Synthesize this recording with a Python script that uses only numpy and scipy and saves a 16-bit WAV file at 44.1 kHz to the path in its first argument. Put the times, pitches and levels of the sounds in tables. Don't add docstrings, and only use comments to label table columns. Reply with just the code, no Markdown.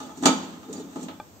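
import sys
import numpy as np
from scipy import signal
from scipy.fft import rfft, irfft
from scipy.io import wavfile

SR = 44100
rng = np.random.default_rng(int(sys.argv[2]) if len(sys.argv) > 2 else 0)


def file_out(sig):
    cols = np.atleast_2d(sig).T
    lim = np.clip(cols, -1, 1)
    pcm = np.round(lim * 32767).astype(np.int16)
    wavfile.write(sys.argv[1], SR, pcm)


N = 61739
T = np.arange(N) / SR

# frequency in Hz, relative spectral level in dB, quick T60
# and lingering T60 in seconds, lingering share in dB, left minus right in dB, left-right correlation.
SHIMMER_BANDS = [(40, -36, 0.075, 0.27, -12, -4, 0.71), (122.4, -25.5, 0.09, 0.32, -16, 3, 0.47),
                 (210, 1.5, 0.5, 0.64, -9.5, 6.5, 1), (463, -5, 0.17, 0.66, -16, -2.5, 0.71),
                 (926, -4.5, .2, 0.77, -10, 0, 0.019), (2120, -17.5, 0.32, 0.99, -16, -1, 0),
                 (3740, -8, 0.24, 0.73, -12.5, -5, 0), (5090, -18, 0.064, 0.54, -16, 2.5, 0),
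                 (7110, -4.5, 0.18, 0.42, -5.5, -6, 0.12), (8600, -16.5, 0.088, 0.22, -19, -0.5, 0.15),
                 (13100, -32.5, 0.15, .5, -10, -6.5, 0)]


def ringing(jerks):
    # frequency in Hz, relative level in dB, T60 in seconds, left minus right in dB.
    rings = [(173.2, -21.5, 0.5, -6), (207.3, -24.5, 0.89, 4), (259.1, -14, 0.33, -5),
             (275.8, -8.5, 0.15, 0.5), (312.2, -18, 0.35, 0), (398, -26.5, 0.3, 8), (454, -24, 0.25, 0.5),
             (479.4, -29.5, 0.34, -4.5), (650.4, -18.5, 0.12, 6), (849.7, -16, 0.22, 3.5),
             (872, -25.5, 0.27, 10), (911, -24, 0.23, 1), (1209, -23.5, 0.17, 8), (1227, -20.5, 0.19, 5.5),
             (1287.5, -25.5, 0.32, -8), (1449, -27.5, 0.18, -3.5), (2340, -29, 0.3, 2),
             (3013, -34.5, 0.4, 5.5), (3436, -28.5, 0.29, -14), (3667, -20.5, 0.18, -2),
             (4697, -26, 0.28, -1), (6170, -29.5, 0.22, -11), (6880, -28, 0.22, -12), (8470, -36, 0.21, -6)]
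    seated_s, seated_loss_db, grip_hz = 0.91, 8, 1210
    waver_depth, waver_corner_hz = 0.8, 1470
    spread_rad, spread_hz = 1.38, 2350
    soft_jerks = jerks * from_db(-4)
    out = 0
    for k, (hz, db, t60, pan_db) in enumerate(rings):
        phase = (-1) ** k * np.array([[.5], [-.5]]) * spread_rad * min(hz / spread_hz, 1)
        build_up = 1 - np.exp(-T * hz)
        ring = from_db(db) * np.sin(2 * np.pi * hz * T + phase) * dying(t60) * build_up
        grip = from_db(-seated_loss_db * (T > seated_s) * hz / (hz + grip_hz))
        unsteady = 1 + waver_depth * hz / (hz + waver_corner_hz) * waver()
        out = out + pan(pan_db) * unsteady * convolve(grip * contact_force(hz, soft_jerks), ring)
    radiation = signal.butter(2, 181, "high", fs=SR, output="sos")
    return signal.sosfilt(radiation, out)


def shimmer(jerks):
    out = 0
    for hz, noise in noise_bands():
        db, quick_t60, slow_t60, slow_db, pan_db, _ = at_hz(SHIMMER_BANDS, hz)
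        crack = from_db(1) * pan(-1) * dying(t60=0.072)
        decay = np.sqrt(crack ** 2 + dying(quick_t60) ** 2 + (from_db(slow_db) * dying(slow_t60)) ** 2)
        response = from_db(db - 43.5) * pan(pan_db) * noise * decay
        out = out + convolve(contact_force(hz, jerks), response)
    return out


def contact_force(hz, jerks):
    # start in seconds, then boom, clank, ring and tick strengths in dB.
    contacts = [ (0.002, -35, -24, -32, -32), (0.092, -42, -23.5, -48, -55),
                (0.173, -23.5, -37, -43, -31.5), (0.205, -23, -44, -58, -56),
                (0.225, -9.5, -18.5, -39, -23.5), (0.235, -14, -10.5, -21, -23.5),
                (0.2559, -1, -0.5, -1, -1.5), (0.2636, -42, -4, -16, -9), (0.318, -15.5, -24.5, -38, -39),
                (0.430, -25.5, -28.5, -37, -46), (0.528, -29, -38, -38, -44),
                (0.630, -50, -32.5, -38, -52.5), (0.686, -23.5, -33, -51, -53),
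                (0.728, -26, -40, -33.5, -22), (0.779, -23, -33.5, -53, -42), (0.796, -31, -36.5, -42, -39),
                (0.839, -26, -37, -50, -44), (0.958, -16.5, -21, -34.5, -33.5), (1.010, -21, -37, -55, -35),
                (1.029, -20.5, -29, -57, -25.5), (1.084, -24.5, -22, -24, -40)]
    colour_hz = [250, 900, 3300, 7000]
    # time in seconds, dull rubbing and gritty scraping in relative dB.
    slide = [(0, -19.5, -29.5), (0.14, -33, -39), (0.213, -38, -33), (0.234, -6.5, -14.5),
             (0.248, -26, -27), (0.35, -23.5, -27.5), (0.45, -26.5, -35.5), (0.64, -35, -44),
             (0.70, -23.5, -37), (0.79, -30.5, -32), (0.84, -34, -46), (0.92, -28.5, -37),
             (0.98, -39, -33.5), (1.04, -35, -28.5), (1.11, -31, -56), (1.19, -43, -51), (1.4, -70, -46)]
    rub_hz, grit_hz, friction_db = 383, 3270, -19
    times, rub_db, grit_db = np.transpose(slide)
    gritty = np.interp(np.log(hz), np.log([rub_hz, grit_hz]), [0, 1])
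    force = jerks * from_db(friction_db + np.interp(T, times, rub_db + gritty * (grit_db - rub_db)))
    for start, *colour_db in contacts:
        force[int(start * SR)] += from_db(np.interp(np.log(hz), np.log(colour_hz), colour_db))
    return force


def slips(per_second=900, spread_db=2.5):
    sizes = from_db(spread_db * np.minimum(rng.exponential(1, N), 4)) * rng.choice([-1, 1], N)
    return sizes * (rng.random(N) < per_second / SR)


def waver(bandwidth_hz=39):
    lowpass = signal.butter(2, bandwidth_hz, fs=SR, output="sos")
    slow = signal.sosfilt(lowpass, rng.standard_normal(N + SR // 4))[-N:]
    return slow / slow.std()


def gasket(resonance_hz=415, width_hz=88):
    # time of the peak in seconds, Gaussian half length in seconds, level in dB.
    judders = [(0.701, .012, -40), (0.76, 0.039, -46.5), (0.805, 0.0066, -40.5)]
    edges = [resonance_hz - width_hz / 2, resonance_hz + width_hz / 2]
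    groan = signal.sosfilt(signal.butter(2, edges, "band", fs=SR, output="sos"), slips())
    swells = sum(from_db(db) * np.exp(-.5 * ((T - peak) / half) ** 2) for peak, half, db in judders)
    return groan / groan.std() * swells


def handles(start_s=1.2, level_db=-37.5):
    # frequency in Hz, relative level in dB, T60 in seconds, left minus right in dB.
    modes = [(610, -5, 0.087, 1), (852, 9, 0.048, 0.92), (1200, 1.5, 0.057, 1), (1545, -6, 0.098, 0.21),
             (2370, -4, 0.051, 0), (3440, -8, .05, -1), (4050, -16, 0.029, -1)]
    knock = sum(from_db(level_db + db) * pan(pan_db) * np.sin(2 * np.pi * hz * T) * dying(t60)
                for hz, db, t60, pan_db in modes)
    return np.pad(knock, ((0, 0), (int(start_s * SR), 0)))[:, :N]


def kitchen(direct, t60=0.34, echo_db=-13):
    room = sum(noise for hz, noise in noise_bands()) * dying(t60)
    return direct + from_db(echo_db) * convolve(direct, room / np.sqrt(np.sum(room ** 2) / 2))


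def air():
    # frequency in Hz, spectral level in dB per Hz.
    spectrum = [(30, -102), (55, -99), (90, -71.5), (140, -83), (220, -79), (500, -85), (1000, -89.5),
                (2000, -98), (3800, -101.5), (5400, -99), (6800, -96.5), (9000, -99), (13000, -100.5),
                (16000, -100)]
    out = 0
    for hz, noise in noise_bands():
        pan_db = 0.52 * at_hz(SHIMMER_BANDS, hz)[-2]
        out = out + from_db(at_hz(spectrum, hz)[0]) * pan(pan_db) * noise
    return out


def noise_bands():
    edges = 28 * 2 ** (np.arange(29) / 3)
    for low, high in zip(edges, edges[1:]):
        hz = np.sqrt(low * high)
        band = signal.butter(2, [low, high], "band", fs=SR, output="sos")
        mid, side = signal.sosfilt(band, rng.standard_normal((2, N + SR // 4)))[:, -N:] * np.sqrt(SR / 2)
        alike = at_hz(SHIMMER_BANDS, hz)[-1]
        yield hz, (np.sqrt(1 + alike) * mid + np.sqrt(1 - alike) * side * [[1], [-1]]) / np.sqrt(2)


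def from_db(db):
    return 10 ** (np.asarray(db) / 20)


def at_hz(rows, hz):
    row_hz, *columns = np.transpose(rows)
    return [np.interp(np.log(hz), np.log(row_hz), column) for column in columns]


def dying(t60):
    return np.exp(-np.log(1000) * T / t60)


def pan(db):
    return from_db(np.array([[db], [-db]]) / 2)


def convolve(x, response):
    return signal.fftconvolve(np.atleast_2d(x), response, axes=1)[:, :N]


def scene():
    jerks = slips()
    return kitchen(ringing(jerks) + gasket() + handles()) + shimmer(jerks) + air()


def record(dry, cutoff_hz=15600):
    # frequency in Hz, gain in dB.
    notch = [(8450, 0), (8900, -20.5), (9900, -24), (11100, -22), (11600, -1.5)]
    gain = from_db(at_hz(notch, np.linspace(1, SR / 2, N + 1))[0])
    spectrum = rfft(np.clip(dry, -1, 1), 2 * N)
    notched = irfft(spectrum * gain)[:, :N]
    return signal.sosfilt(signal.ellip(10, .1, 70, cutoff_hz, fs=SR, output="sos"), notched)


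dry = scene()
out = record(dry)
file_out(out)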